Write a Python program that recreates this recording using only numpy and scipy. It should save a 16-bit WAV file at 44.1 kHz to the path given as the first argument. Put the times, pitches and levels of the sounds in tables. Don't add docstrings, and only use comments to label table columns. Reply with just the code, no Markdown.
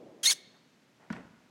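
import sys
import numpy as np
from scipy import signal
from scipy.fft import rfft, irfft
from scipy.io import wavfile

SR = 44100
rng = np.random.default_rng(int(sys.argv[2]) if len(sys.argv) > 2 else 0)


def file_out(sig):
    cols = np.atleast_2d(sig).T
    lim = np.clip(cols, -1, 1)
    pcm = np.round(lim * 32767).astype(np.int16)
    wavfile.write(sys.argv[1], SR, pcm)


N = 66150
T = np.arange(N) / SR
FREQS = np.fft.rfftfreq(N, 1 / SR)


def amp(db):
    return 10 ** (np.asarray(db) / 20)


def unit(x):
    return x / np.sqrt(np.mean(x ** 2) + 1e-20)


def curve_at(points, hz, column=1):
    table = np.transpose(points)
    return np.interp(np.log(hz + 1), np.log(table[0] + 1), table[column])


def colour(x, points):
    return unit(irfft(rfft(x) * amp(curve_at(points, FREQS)), N))


def wobble(rate_hz):
    return unit(irfft(rfft(rng.standard_normal(N)) / np.sqrt(1 + (FREQS / rate_hz) ** 4), N))


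def burst(start, rise, decay):
    return np.clip((T - start) / rise, 0, 1) * np.exp(-np.maximum(T - start - rise, 0) / decay)


def arch(start, length):
    return np.sin(np.pi * np.clip((T - start) / length, 0, 1))


def low_cut(x, hz):
    return signal.lfilter(*signal.butter(2, hz, "high", fs=SR), x)


# frequency in Hz, relative level in dB.
ROOM_EQ = [(25, -37), (60, -23), (130, -2), (230, 0.5), (450, -8.5), (900, -13), (2000, -13), (4000, -19),
           (6500, -22), (9000, -30), (13000, -34.5), (16000, -40.5)]


def room_noise():
    return amp(-65.5) * colour(rng.standard_normal(N), ROOM_EQ)


# frequency in Hz, relative level in dB.
WASH_EQ = [(50, -39.5), (120, -12.5), (200, -6.5), (350, -0.5), (620, -5.5), (900, -18), (1600, -32),
           (4000, -50), (16000, -79)]


def low_wash(start_db=-50, fall_db_per_s=38.5):
    return amp(start_db - fall_db_per_s * T) * colour(rng.standard_normal(N), WASH_EQ)


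# time in seconds, pitch in Hz, level in dB, roughness from 0 to 1,
# scale of the throat resonances.
SQUEAL_CONTOUR = [(0.2303, 1648, -50, 0.88, 1.5), (0.233, 1655, -31.5, 0.65, 0.93),
                  (.251, 1599, -26.5, 0.6, 0.9), (.255, 2215, -24.5, 0.65, 1.2),
                  (.260, 1820, -19.5, 0.19, 0.97), (.267, 1817, -20, 0.24, 1), (.273, 2145, -21, 0.3, 1),
                  (.281, 2121, -19.5, .06, 1), (.293, 2234, -25.5, .15, 1), (.302, 2275, -22.5, .25, 1),
                  (.309, 2076, -22.5, 0.2, 1), (.312, 1699, -23, .4, 1), (0.321, 1538, -26, .65, 1),
                  (0.325, 1641, -28.5, 0.5, 1.3), (0.331, 1902, -31.5, .55, 1.4),
                  (.338, 1777, -45.5, .8, 1.4)]
# frequency in Hz, relative level in dB.
THROAT_EQ = [(1500, -10), (1850, -15), (2200, -10), (3100, -3.5), (3650, 2), (4350, -0.5), (4900, -9),
             (5500, -10.5), (6450, -1), (7300, -14), (8600, -14), (9100, -13), (10800, -18), (12500, -29.5),
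             (16000, -31)]
# frequency in Hz, relative level in dB.
RASP_EQ = [(40, -60), (200, -44.5), (600, -30), (1100, -23.5), (1600, -17.5), (2400, -11.5), (3300, -4.5),
           (4500, -5), (6300, 1.5), (7600, -5.5), (10800, -4), (12800, -17.5), (16000, -17.5)]


def squeal(jitter=0.075, shimmer=0.78, flutter_hz=1145):
    times, hz, db, roughness, throat_scale = np.transpose(SQUEAL_CONTOUR)
    pitch = np.interp(T, times, hz)
    rough = np.interp(T, times, roughness)
    level = amp(np.interp(T, times, db)) * (T > times[0]) * (T < times[-1])
    phase = 2 * np.pi * np.cumsum(pitch * (1 + jitter * rough * wobble(flutter_hz))) / SR
    harmonics = np.arange(1, 9)[:, None]
    gains = amp(curve_at(THROAT_EQ, harmonics * pitch / np.interp(T, times, throat_scale)))
    partials = gains * np.cos(harmonics * phase + rng.uniform(0, 2 * np.pi, harmonics.shape))
    folds = partials.sum(0) / np.sqrt((gains ** 2).sum(0) / 2)
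    folds *= (1 + shimmer * rough * wobble(flutter_hz)) / np.sqrt(1 + (shimmer * rough) ** 2)
    rasp = colour(rng.standard_normal(N) * (1 + 0.38 * np.cos(phase)), RASP_EQ)
    rasp_share = 0.95 * rough
    return level * (np.sqrt(1 - rasp_share) * folds + np.sqrt(rasp_share) * rasp)


# frequency in Hz, relative level in dB.
UNDERTONE_EQ = [(40, -49), (250, -22), (500, -7.5), (1000, 0.5), (1500, -4.5), (2300, -5), (3200, 7.5),
                (4200, -4), (8000, -13.5), (16000, -33.5)]


def undertone(peak_s=0.299, rise_s=0.03, fall_s=0.013):
    age = T - peak_s
    swell = np.exp(np.minimum(age, 0) / rise_s - (np.maximum(age, 0) / fall_s) ** 2 / 2)
    gate = (T > SQUEAL_CONTOUR[0][0]) * (T < SQUEAL_CONTOUR[-1][0])
    return amp(-39) * swell * gate * colour(rng.standard_normal(N), UNDERTONE_EQ)


# frequency in Hz, seconds to fall 60 dB, relative level in dB.
HALL_TAIL = [(100, 0.88, -5.5), (230, 0.93, -8.5), (600, 2.6, -14), (2160, 0.66, -9), (4200, .95, -15.5),
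             (6504, 0.89, -24), (12000, 0.37, -25.5)]


def arena_echo(x, early_db, tail_db, predelay_s=0.015, early_t60_s=0.19):
    early = rng.standard_normal(N) * burst(predelay_s, 0.0064, early_t60_s / np.log(1000))
    early /= np.linalg.norm(early)
    hz, t, bands = signal.stft(rng.standard_normal(N), SR, nperseg=256)
    decay = curve_at(HALL_TAIL, hz)[:, None] / np.log(1000)
    gains = np.sqrt(2 / (decay * SR)) * amp(curve_at(HALL_TAIL, hz, column=2))[:, None]
    tail = signal.istft(bands * gains * np.exp(-t / decay), SR, nperseg=256)[1][:N] * (T > predelay_s)
    return x + signal.fftconvolve(x, amp(early_db) * early + amp(tail_db) * tail)[:N]


# start in seconds, level in dB, centre in Hz, width in octaves,
# decay in seconds.
HOOF_KNOCKS = [(.472, -59.5, 241.4, .4, 0.021), (1.1012, -52, 1604, 1.02, 0.027),
               (1.108, -60, 89.9, 0.66, 0.093), (1.1257, -48, 4400, 0.66, 0.0027),
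               (1.128, -41, 1390, 0.82, 0.0083), (1.164, -44, 1373, 0.55, .0045)]
HOOF_ATTACK_S = 0.00063


def hoof_knocks():
    out = np.zeros(N)
    for start, db, centre, octaves, decay in HOOF_KNOCKS:
        band = np.exp(-0.5 * (np.log2((FREQS + 1) / centre) / octaves) ** 2)
        noise = irfft(rfft(rng.standard_normal(N)) * band, N)
        envelope = burst(start, HOOF_ATTACK_S, decay)
        out += amp(db) * np.sqrt(np.mean(envelope ** 2)) * unit(envelope * noise)
    return out


# frequency in Hz, relative level in dB.
SAND_EQ = [(40, -18), (90, -7), (140, 9), (280, 4), (420, 1.5), (800, -3.5), (1300, -9.5), (2100, -12.5),
           (3500, -26.5), (8000, -34.5), (16000, -63)]
# start in seconds, level in dB before the low cut,
# attack and decay in seconds, low cut in Hz.
SAND_SCUFFS = [(.51, -59, 0.041, 0.048, 900), (0.993, -56, 0.008, 0.25, 587),
               (1.128, -44, 0.033, 0.049, 99)]


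def sand_scuffs(grain_db=3):
    grains = colour(rng.standard_normal(N) * amp(grain_db * wobble(rate_hz=395)), SAND_EQ)
    return sum(amp(db) * burst(start, rise, decay) * low_cut(grains, low_hz)
               for start, db, rise, decay, low_hz in SAND_SCUFFS)


# frequency in Hz, level in dB, seconds to fall 60 dB.
THUMP_MODES = [(330, -41.5, 0.061), (456, -44.5, 0.062), (642, -44.5, 0.056), (955, -44.5, 0.065),
               (1448, -42, 0.074), (1750, -45, 0.06)]


def hoof_thump(crack_s=1.1018, crack_hz=2640, glide_s=0.00286, boom_s=1.1035, boom_hz=212.7):
    age = np.maximum(T - crack_s, 0)
    crack_cycles = crack_hz * glide_s * (1 - np.exp(-age / glide_s))
    crack = arch(crack_s, length=0.0033) * np.sin(2 * np.pi * crack_cycles)
    boom = arch(boom_s, length=0.015) * np.sin(2 * np.pi * boom_hz * (T - boom_s))
    ring = sum(amp(db) * burst(boom_s, HOOF_ATTACK_S, t60 / np.log(1000)) * np.sin(2 * np.pi * hz * age)
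               for hz, db, t60 in THUMP_MODES)
    return amp(-33.5) * crack + amp(-26.5) * boom + ring


def scene():
    call = low_cut(squeal() + undertone(), hz=130)
    voice = arena_echo(call, early_db=-26, tail_db=-12)
    hoof = arena_echo(hoof_thump() + hoof_knocks() + sand_scuffs(), early_db=-12, tail_db=-2)
    return (voice + hoof + room_noise() + low_wash())[None]


def record(dry, cutoff_hz=16100):
    high_cut = signal.firwin(511, cutoff_hz, window=("kaiser", 9), fs=SR)
    return signal.oaconvolve(dry, high_cut[None], "same")


dry = scene()
out = record(dry)
file_out(out)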